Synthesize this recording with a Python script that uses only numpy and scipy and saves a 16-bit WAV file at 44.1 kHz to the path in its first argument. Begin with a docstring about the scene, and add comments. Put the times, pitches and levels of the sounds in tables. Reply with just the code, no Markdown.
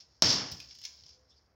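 """A driveway between walls and hedges, one microphone close to a car, a faint low rumble in the air.
A long bar strikes the windscreen: one sharp crack, then a short dense crunch as fractures run through
the pane and the body thumps; the yard answers. The broken glass ticks and creaks, the car bumps dully
twice, and between the bumps the bar rings faintly as it comes free. Last, a faint tone swells and
loose glass slides."""
import sys
import numpy as np
from scipy import signal
from scipy.fft import rfft, irfft, next_fast_len
from scipy.io import wavfile

SR = 44100
rng = np.random.default_rng(int(sys.argv[2]) if len(sys.argv) > 2 else 0)


def wrap_up_sound(samples):
    """Save the sound to the file named by the first command line argument, as 16-bit audio."""
    columns = np.atleast_2d(samples).T
    # keep every value between -1 and 1, then stretch to whole-number steps
    tamed = np.clip(columns, -1, 1)
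    steps = np.round(tamed * 32767).astype(np.int16)
    wavfile.write(sys.argv[1], SR, steps)


N = 68355
T = np.arange(N) / SR
HIT_S, SHARP_ATTACK_S = .2224, .0004

# spectrum of fracturing glass: f/Hz, relative level/dB
GLASS = [(600, -52), (1500, -30.5), (2500, -19.5), (3200, -15), (4000, -10.5), (4700, -3), (5400, 1),
         (6000, -9.5), (6700, -15), (7500, -31), (9000, -52), (13500, -80.5), (15500, -47.5)]
# spectrum of its brittle top: f/Hz, relative level/dB
BRITTLE = [(4000, -28.5), (7000, -1), (9000, -2), (13500, -3.5), (15500, 3)]
# reflections off bonnet and paving to the microphone: delay/s, level/dB
BOUNCES = [(.0033, -9.5), (.0063, -13), (0.0152, -14)]


def amp(db):
    """Decibels to gain."""
    return 10 ** (np.asarray(db) / 20)


def noise():
    """White noise."""
    return rng.standard_normal(N)


def along(points, hz):
    """Read (f/Hz, value) points on a log frequency axis."""
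    freqs, values = np.transpose(points)
    return np.interp(np.log(hz + 1), np.log(freqs), values)


def colour(x, points):
    """Causal filter with this spectrum; white noise keeps its level."""
    size = 2 * next_fast_len(N)
    cepstrum = irfft(np.log(amp(along(points, np.fft.rfftfreq(size, 1 / SR)))), size)
    cepstrum[1:size // 2] *= 2  # fold to minimum phase
    cepstrum[size // 2 + 1:] = 0
    response = np.exp(rfft(cepstrum))
    rms_gain = np.sqrt(np.mean(np.abs(response) ** 2))
    return irfft(rfft(x, size) * response / rms_gain, size)[:N]


def since(s):
    """Time since s, zero before it."""
    return np.maximum(T - s, 0)


def strike(s, attack, t60):
    """Quick rise at s, then exponential decay."""
    t = since(s)
    return (1 - np.exp(-t / attack)) * np.exp(-np.log(1000) * t / t60)


def swell(s, width_s):
    """A rounded rise and fall around s."""
    return np.exp(-.5 * ((T - s) / width_s) ** 2)


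def held(start_db, end_db, hold_s, fall_db_per_s):
    """Envelope from the blow on: a ramp through the hold, then a steady fall in dB."""
    t = since(HIT_S)
    level_db = np.interp(t, [0, hold_s], [start_db, end_db]) - fall_db_per_s * np.maximum(t - hold_s, 0)
    return (t > 0) * amp(level_db)


def ring(modes, s, attack):
    """Damped modes set off at s."""
    return sum(amp(db) * strike(s, attack, t60) * np.sin(2 * np.pi * hz * since(s))
               for hz, db, t60 in modes)


def fractures(per_s, spread_db):
    """Tiny snaps at random times and of scattered size, rms 1."""
    occurs = rng.random(N) < per_s / SR
    sizes = amp(spread_db * np.clip(noise(), -2, 2))
    snaps = occurs * sizes * np.sign(noise())
    return snaps / np.sqrt(np.mean(snaps ** 2) + 1e-20)


def outdoor_air():
    """The bed of the place: faint steady air over a low rumble."""
    # spectra of air and rumble: f/Hz, relative level/dB
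    air = [(25, -18.5), (60, 3), (110, -1), (200, -8), (500, -9), (1000, -12.5), (2000, -19), (5000, -44),
           (8000, -44.5), (15000, -40)]
    rumble = [(35, -43), (55, -22.5), (69, 8.5), (82, -9.5), (130, -28), (400, -77)]
    return amp(-72.5) * colour(noise(), air) + amp(-71) * colour(noise(), rumble)


def yard(x):
    """Close scatter off the car, and a longer answer from walls and hedges farther off."""
    # decay of the yard: f/Hz, t60/s
    decay = [(100, .6), (1000, .55), (5000, 0.21), (9000, 0.48), (15000, 0.6)]
    # echo spectrum, the hedges swallowing treble: f/Hz, relative level/dB
    echo_colour = [(100, 5), (5500, -4.5), (7000, 0.5), (9000, -7), (13500, -7), (15500, -2.5)]
    hz, t, bands = signal.stft(noise(), SR, nperseg=256)
    fade = np.exp(-np.log(1000) * t / along(decay, hz)[:, None])
    tail = signal.istft(bands * fade, SR, nperseg=256)[1][:N]
    early = noise() * strike(BOUNCES[0][0], SHARP_ATTACK_S, t60=.1)
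    answer = amp(-4.5) * tail / np.linalg.norm(tail) + amp(-6.5) * early / np.linalg.norm(early)
    return signal.fftconvolve(x, colour(answer, echo_colour))[:N]


def tone(start_s=1.11, length_s=.19, hz=511):
    """A faint tone swells and fades."""
    arch = np.sin(np.pi * np.minimum(since(start_s) / length_s, 1))
    return amp(-71.5) * arch * np.sin(2 * np.pi * hz * T)


def bar(free_s=.85):
    """The bar rings as it is pulled from the glass."""
    # modes of the bar: f/Hz, level/dB, t60/s
    modes = [(1010, -73.5, 0.71), (1590, -76, 0.94), (1734, -64.5, 0.2)]
    return ring(modes, free_s, SHARP_ATTACK_S)


def scrapes():
    """Loose glass slides: short swells of narrow noise."""
    # soft slides: t/s, level/dB, f/Hz
    slides = [(1.308, -63, 5330), (1.325, -69.5, 3530), (1.379, -63.5, 4780)]
    sound = np.zeros(N)
    for s, db, hz in slides:
        band = [(hz / 2, -45), (hz / 1.15, -15), (hz, 0), (hz * 1.12, -15), (hz * 2, -55)]
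        sound += amp(db) * swell(s, width_s=.011) * colour(noise(), band)
    return sound


def creak():
    """The cracked pane settles in a fine crackle, blurred by its echoes."""
    # course of the creaking: t/s, level/dB
    course = [(0, -57), (.06, -72.5), (.11, -71), (.2, -73), (.5, -51), (.66, -57), (.745, -58), (.78, -62),
              (.83, -54), (.94, -59), (1.02, -63.5), (1.11, -58), (1.2, -75), (1.27, -79.5), (1.34, -72),
              (1.42, -78.5), (1.55, -87)]
    envelope = amp(np.interp(T, *np.transpose(course)))
    crackle = colour(fractures(per_s=1800, spread_db=4) * envelope, GLASS)
    return crackle + yard(crackle)


def ticks():
    """Single pieces of glass snap with a ring, a top and a knock; the top carries least into the yard."""
    # snaps: t/s, ring level/dB, brittle top level/dB, knock level/dB
    snaps = [(.006, -46, -67, -57), (0.5162, -36, -42.5, -53), (0.5201, -30.5, -54, -53),
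             (0.6011, -36, -51.5, -39), (0.7092, -45, -71, -49.5), (0.7504, -44.5, -58.5, -54),
             (0.7867, -44, -59, -55.5), (0.8153, -45.5, -57, -47.5), (0.8374, -37, -57, -54),
             (0.8407, -48, -62, -50), (0.851, -27.5, -46, -43), (0.8527, -46, -81, -62),
             (0.963, -61, -70, -90.5), (1.0362, -48, -74, -62), (1.063, -47.5, -69.5, -64),
             (1.09, -53, -72, -77), (1.094, -57, -78, -78)]
    # spectrum of the duller knock: f/Hz, relative level/dB
    knock_colour = [(300, -32.5), (1200, -20.5), (1900, -11.5), (2800, -0.5), (4200, -2.5), (5500, -13),
                    (8000, -40)]
    bursts = np.array([strike(s, SHARP_ATTACK_S, t60=.022) for s, *_ in snaps])
    envelopes = amp(np.array(snaps)[:, 1:]).T @ bursts
    glass, top, knock = [colour(noise() * envelope, spectrum)
                         for envelope, spectrum in zip(envelopes, (GLASS, BRITTLE, knock_colour))]
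    return glass + top + knock + yard(glass + amp(-2) * top + knock)


def car_body():
    """The shell shudders, the cabin and panels ring, and two dull bumps follow."""
    # spectra of the shell and of its bumps: f/Hz, relative level/dB
    shell = [(25, -24.5), (50, -9.5), (90, -2.5), (130, 2), (170, -6), (280, -2), (400, -9.5), (1000, -10),
             (1500, -12.5), (2500, -15.5), (3500, -11.5), (6000, -95.5)]
    bump_colour = [(35, -38), (70, 8), (120, 3), (220, -5), (400, -40), (900, -15), (1500, -45)]
    # modes of cabin and panels: f/Hz, level/dB, t60/s
    cabin = [(96.7, -49, .5), (124.6, -42, 1), (183, -50.5, .6), (269, -47, 0.86), (440, -49, .5),
             (718, -48.5, .4), (1080, -50, .4), (1097, -47.5, 0.27), (1760, -51.5, 0.94)]
    # bumps of the body: t/s, level/dB
    bumps = [(.54, -53), (1.048, -66.5)]
    thuds = sum(amp(db) * swell(s, width_s=.034) for s, db in bumps) * colour(noise(), bump_colour)
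    shudder = colour(noise() * held(-31, -40, hold_s=.1921, fall_db_per_s=118), shell)
    return shudder + ring(cabin, HIT_S, attack=.015) + thuds


def crunch():
    """Fractures run through the pane while it gives way, then thin out; the splintering top dies first."""
    snaps = fractures(per_s=6000, spread_db=3)
    breaking = snaps * held(-27, -24, hold_s=.0858, fall_db_per_s=124.5)
    splinters = snaps * held(-55, -54, hold_s=.105, fall_db_per_s=270)
    return colour(breaking, GLASS) + colour(splinters, BRITTLE)


def blow(push_s=.00032, attack_s=.00035):
    """The bar lands: a push, a brittle snap and the pane's short ring, with close reflections."""
    # modes of the pane: f/Hz, level/dB, t60/s
    pane = [(5325, 2.5, .006), (4320, 4, 0.0026), (3850, -11, 0.0017), (6160, -23.5, 0.016),
            (3220, -23.5, 0.011), (1050, -16.5, .006), (640, -24, .007)]
    push_time = since(HIT_S) / push_s
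    push = amp(-18) * push_time * (2 - push_time) * np.exp(-push_time)
    snap = amp(-12) * colour(noise() * strike(HIT_S, attack_s, t60=.0022), BRITTLE)
    crack = ring(pane, HIT_S, attack_s) + push + snap
    return crack + sum(amp(db) * np.interp(T - delay, T, crack) for delay, db in BOUNCES)


def scene():
    """At the microphone, in mono: the outdoor air, the smash with its echoes, and the aftermath."""
    hit = blow()
    background = outdoor_air()
    smash = hit + amp(-8.5) * yard(hit) + crunch() + car_body()
    aftermath = ticks() + creak() + scrapes() + bar() + tone()
    return (background + smash + aftermath)[None]


def record(dry, low_cut_hz=50, top_hz=16100, edge_hz=500):
    """The microphone chain drops the deepest bass and keeps nothing above its band limit."""
    low_cut = signal.butter(2, low_cut_hz, "highpass", fs=SR, output="sos")
    trimmed = signal.sosfilt(low_cut, dry)
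    size = next_fast_len(N + SR // 2)
    edge = np.clip((top_hz - np.fft.rfftfreq(size, 1 / SR)) / edge_hz, -1, 1)
    passband = (1 + np.sin(np.pi / 2 * edge)) / 2
    return irfft(rfft(trimmed, size) * passband, size)[..., :N]


dry = scene()
out = record(dry)
wrap_up_sound(out)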